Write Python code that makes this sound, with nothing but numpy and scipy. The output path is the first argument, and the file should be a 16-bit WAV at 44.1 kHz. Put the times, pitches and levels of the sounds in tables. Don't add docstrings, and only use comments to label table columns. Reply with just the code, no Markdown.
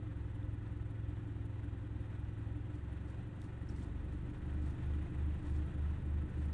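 import sys
import numpy as np
from scipy import signal
from scipy.fft import rfft, irfft, next_fast_len
from scipy.io import wavfile

SR = 44100
rng = np.random.default_rng(int(sys.argv[2]) if len(sys.argv) > 2 else 0)


def makeup_ratio(level_db):
    decades = np.asarray(level_db, float) / 20
    return 10 ** decades


def wav_out(sig):
    wavfile.write(sys.argv[1], SR, np.round(np.clip(np.atleast_2d(sig).T, -1, 1) * 32767).astype(np.int16))


N = 287973


def rms_one(x):
    return x / np.sqrt(np.mean(x ** 2) + 1e-20)


def on_grid(points):
    size = next_fast_len(N + SR // 2)
    hz = np.maximum(np.arange(size // 2 + 1) * SR / size, 1)
    curve_hz, values = np.transpose(points)
    return np.interp(np.log(hz), np.log(curve_hz), values)


def filtered(x, gain):
    size = next_fast_len(N + SR // 2)
    return irfft(rfft(x, size) * gain, size)[:N]


def shaped(x, points):
    return filtered(x, makeup_ratio(on_grid(points)))


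def noise(points):
    closed = [(points[0][0] / 2, -80), *points, (points[-1][0] * 2, -120)]
    return rms_one(shaped(rng.standard_normal(N), closed))


def drift(rate_hz):
    low_pass = signal.butter(2, rate_hz, fs=SR / 50, output="sos")
    slow = signal.sosfilt(low_pass, rng.standard_normal(N // 50 + 2002))
    settled = rms_one(slow[2000:])
    return np.interp(np.arange(N) / 50, np.arange(N // 50 + 2), settled)


def resonance(x, hz, width_hz):
    r = np.exp(-np.pi * width_hz / SR)
    return rms_one(signal.lfilter([1, 0, -1], [1, -2 * r * np.cos(2 * np.pi * hz / SR), r * r], x))


def engine_speed():
    # (time [s], rate [Hz])
    firing = [(0, 21.74), (0.6, 21.64), (1.2, 21.86), (1.8, 21.65), (2.3, 21.53), (2.6, 21.8), (2.9, 22.58),
              (3.2, 23.04), (3.5, 23.03), (3.8, 23.29), (4.1, 23.68), (4.4, 24.46), (4.7, 24.84),
              (5, 25.01), (5.4, 25.01), (5.8, 25.26), (6.2, 25.05), (6.53, 25.17)]
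    time_s, rate_hz = np.transpose(firing)
    return np.interp(np.arange(N) / SR, time_s, rate_hz)


def revs_of(rate_hz):
    speeds_hz = [22.2, 24.9]
    return np.clip((rate_hz - speeds_hz[0]) / (speeds_hz[-1] - speeds_hz[0]), 0, 1)


def firing_gate(turns, sharp, spread_db):
    chance = np.clip(rng.standard_normal(int(turns[-1]) + 2), -1.5, 1.5)
    strength = makeup_ratio(spread_db * chance)
    bump = (np.sin(np.pi * turns) ** 2) ** np.clip(sharp, .2, 40)
    return strength[turns.astype(int)] * bump


def exhaust(rate_hz, turns):
    # (multiple of firing rate, level at low idle [dB], level at raised idle [dB])
    orders = [(1, -65, -51.5), (2, -55.5, -59), (2.5, -66, -68), (3, -53, -49), (4, -50, -52),
              (4.5, -69, -65), (5, -50.5, -49), (6, -58, -58), (7, -63, -56), (7.5, -66, -59),
              (8, -64, -63), (9, -74, -69), (10, -74, -70), (10.5, -70, -70), (11.75, -82, -74),
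              (12, -71, -70), (12.25, -84, -64), (12.5, -68, -76), (13, -74, -77), (13.25, -69, -82),
              (13.5, -69, -80), (14, -69, -67), (16, -68, -75), (18, -76, -73), (24, -75, -82)]
    # (frequency [Hz], half width [Hz], gain [dB])
    cabin = [(45.6, .8, -6), (48, 1.6, 10), (75, 2.5, 8), (96, 2, -6), (108.5, 2.8, 5.5), (137, 3, -7),
             (158, 3, 2.5), (297, 9, 10), (350, 8, 4), (378, 14, 4)]
    crank_turn, shape_turn = .366, .17
    out, revs = np.zeros(N), revs_of(rate_hz)
    for order, low_db, high_db in orders:
        near = [mode for mode in cabin if 20 < mode[0] / order < 27]
        cabin_db = sum(db * np.exp(-((order * rate_hz - hz) / width_hz) ** 2) for hz, width_hz, db in near)
        level = makeup_ratio(low_db + revs * (high_db - low_db) + cabin_db + .7 * drift(3.0))
        angle = order * (turns + crank_turn) + shape_turn + .015 * drift(2.5)
        angle -= .35 * max(order - 5, 0)
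        angle += (5 < order < 9) * .35 * (1 - revs)
        angle -= (order == 2) * .25 * (1 + np.tanh(2 * rate_hz - 46.8))
        out += np.sqrt(2) * level * np.cos(2 * np.pi * angle)
    return out


def fan(rate_hz):
    rest_hz, lag_s, start_turn = 68.613, .1, -.4745
    gain, sag = 1.23, .0659
    level_db, swell_db, swell_power = -49.5, 6.5, 4.0
    keep = np.exp(-1 / (lag_s * SR))
    extra = signal.lfilter([1 - keep], [1, -keep], rate_hz - rate_hz[0])
    hum_hz = rest_hz + gain * extra - sag * extra ** 2
    turns = np.cumsum(hum_hz) / SR + start_turn
    hum_db = level_db + swell_db * revs_of(rate_hz) ** swell_power + .5 * drift(2.5)
    return np.sqrt(2) * makeup_ratio(hum_db) * np.cos(2 * np.pi * turns)


def body(turns, load):
    # (frequency [Hz], width [Hz], level [dB])
    panels = [(301, 32, -59.5), (339.2, 20, -70), (516, 27.3, -70.5), (877, 43, -77.5), (999, 22, -80),
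              (1310, 38, -75.5), (1476, 45, -76), (1901, 240, -76), (2424, 90, -83), (3270, 270, -96)]
    shake = rng.standard_normal(N) * (0.54 + firing_gate(turns + 0.29, sharp=1.5, spread_db=2.5))
    out = np.zeros(N)
    for hz, width_hz, db in panels:
        ring = resonance(shake, hz, width_hz)
        out += makeup_ratio(db) * resonance(ring, hz, width_hz)
    return load * out


def valves(rate_hz, turns, load):
    cylinder_db = [
        [-7, -5, -9, 0],
        [-5, 0, -8, 0],
    ]
    # (frequency [Hz], width [Hz], level [dB])
    valve_modes = [(9310, 700, -86.5), (8110, 800, -93), (7070, 800, -96.5), (1870, 590, -78.5),
                   (12100, 2500, -102)]
    revs = revs_of(rate_hz)
    cycle = turns + .28 + 3.5 + .15 * revs
    out = np.zeros(N)
    for k, (hz, width_hz, db) in enumerate(valve_modes):
        cylinder = (cycle.astype(int) + k % 2) % 4
        low, high = np.array(cylinder_db)[:, cylinder]
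        gate = makeup_ratio(low + revs * (high - low)) * firing_gate(cycle, sharp=1.6, spread_db=2.0)
        hiss = resonance(gate * rng.standard_normal(N), hz, width_hz)
        out += makeup_ratio(db) * resonance(hiss, hz, width_hz)
    return load * out


def roar(rate_hz, turns, clatter_db):
    # (frequency [Hz], density [dB per Hz])
    rumble = [(18, -21.5), (30, -16), (45, -1.5), (70, -3.5), (110, -1), (160, -3.5), (200, -7.5),
              (230, -8), (300, -8), (380, -15), (460, -22.5), (600, -45)]
    # (frequency [Hz], density [dB per Hz])
    clatter = [(300, -32), (420, -6.5), (900, -7), (1150, -10), (1920, -10.5), (2210, -18.5), (2460, -15.5),
               (3720, -22.5), (4300, -31.5), (5300, -36.5), (9100, -33), (10900, -41.5), (11600, -48),
               (13500, -52.5)]
    since = np.arange(N) / SR - 3.66
    span_s, peak_db = .6, 3.5
    shudder_db = peak_db * np.clip(since / .05, 0, 1) * np.exp(-(since / span_s) ** 2)
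    rumble_db = -53.5 + 2.5 * revs_of(rate_hz) + shudder_db
    throb_db = .8 * np.cos(2 * np.pi * (turns + .3))
    pumping = makeup_ratio(throb_db + 1.05 * drift(20) + .5 * drift(1.3))
    clatter_level = makeup_ratio(clatter_db - 1.27) * pumping
    direct = makeup_ratio(rumble_db) * noise(rumble) + clatter_level * noise(clatter)
    diffuse = makeup_ratio(rumble_db) * noise(rumble) + clatter_level * noise(clatter)
    return direct, diffuse


def clicks():
    # (time [s], peak [dB], ring [Hz], time to fall 60 dB [s], crack [dB])
    knocks = [(.4294, -59, 3530, 0.012, -10.5), (1.966, -65, 4000, .007, -4), (3.4176, -47, 3700, .004, -6),
              (3.418, -55, 4200, .005, -8), (3.69, -48, 190, .2, -50), (3.607, -46, 88, 0.3, -60),
              (3.694, -54, 1400, 0.039, -12), (3.692, -61.5, 5700, .025, -7),
              (3.614, -52, 1870, 0.026, -13.5), (3.689, -59, 5400, 0.038, -7.5),
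              (3.784, -50.5, 2000, 0.016, -13), (3.82, -60.5, 3270, 0.024, -11),
              (3.834, -66, 7700, 0.024, -9), (4.124, -54, 1890, 0.023, -12),
              (4.937, -53.5, 3210, 0.0093, -10)]
    out, t = np.zeros(N), np.arange(SR // 4) / SR
    for s, db, hz, t60, crack_db in knocks:
        crack = makeup_ratio(crack_db) * rng.standard_normal(len(t)) * makeup_ratio(-60 * t / 0.0069)
        rise = np.minimum(t * hz / 2, 1)
        ring = np.sin(2 * np.pi * hz * t) * makeup_ratio(-60 * t / max(t60, .002)) * rise
        out[round(s * SR):][:len(t)] += makeup_ratio(db) * (crack + ring)
    return out


def rustle():
    # (start of peak [s], hold [s], level [dB], fade per 20 dB on either side [s])
    strokes = [(2.75, .005, -80, .07), (3.09, .02, -78.5, .06), (3.425, .03, -77, .06),
               (3.7, .01, -75, .04), (3.77, .07, -74, .05), (4.13, .005, -81, .045), (4.28, .03, -89, .15),
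               (4.63, .08, -77.5, .04), (4.95, .02, -86, .2), (5.47, .09, -77.5, .12), (6.4, .06, -80, .08)]
    # (frequency [Hz], density [dB per Hz])
    cloth = [(1200, -13), (3000, -1), (4300, 3.5), (5200, 0), (6000, -1.5), (8000, 2), (9600, 1.5),
             (10700, -12), (14000, -18)]
    t = np.arange(N) / SR
    effort = makeup_ratio(-95) * np.clip((t - 3.3) / .2, 0, 1)
    for s, hold_s, db, fade_s in strokes:
        away_s = np.maximum(np.maximum(s - t, t - s - hold_s), 0)
        effort = effort + makeup_ratio(db - 20 * away_s / fade_s)
    return effort * makeup_ratio(2.5 * drift(86)) * noise(cloth)


def phase_stereo(direct, diffuse):
    # (frequency [Hz], lead [half turns])
    left_lead = [(250, .002), (620, .09), (1000, .14), (1750, 0), (6250, 0), (6700, -.15), (10300, -.62),
                 (11050, -1)]
    # (frequency [Hz], mid sent to side [dB])
    left_bias = [(240, -60), (400, -27), (620, -23), (1000, -34), (1600, -59)]
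    # (frequency [Hz], side minus mid [dB])
    width = [(60, -40), (96, -36.5), (150, -27), (240, -16.5), (390, -10), (620, -5.5), (990, -10.5),
             (1500, -13), (1800, -59)]
    hz = np.fft.rfftfreq(next_fast_len(N + SR // 2), 1 / SR)
    flip = 1 + np.tanh((hz - 4950) / 190)
    half_lead = (on_grid(left_lead) - flip) * np.pi / 2
    mid = filtered(direct, np.cos(half_lead))
    side = filtered(direct, 1j * np.sin(half_lead))
    side = side + shaped(direct, left_bias) + shaped(diffuse, width)
    return np.array([mid + side, mid - side])


def scene():
    rate_hz = engine_speed()
    turns = np.cumsum(rate_hz) / SR
    clatter_db = -62.8 + 2.3 * revs_of(rate_hz)
    load = makeup_ratio(clatter_db + 60)
    direct, diffuse = roar(rate_hz, turns, clatter_db)
    engine = exhaust(rate_hz, turns) + body(turns, load) + valves(rate_hz, turns, load)
    nearby = clicks() + rustle()
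    return phase_stereo(direct + engine + fan(rate_hz) + nearby, diffuse)


def band_limit(x):
    return signal.sosfilt(signal.butter(12, 13700, fs=SR, output="sos"), x)


def record(dry):
    return band_limit(dry)


dry = scene()
out = record(dry)
wav_out(out)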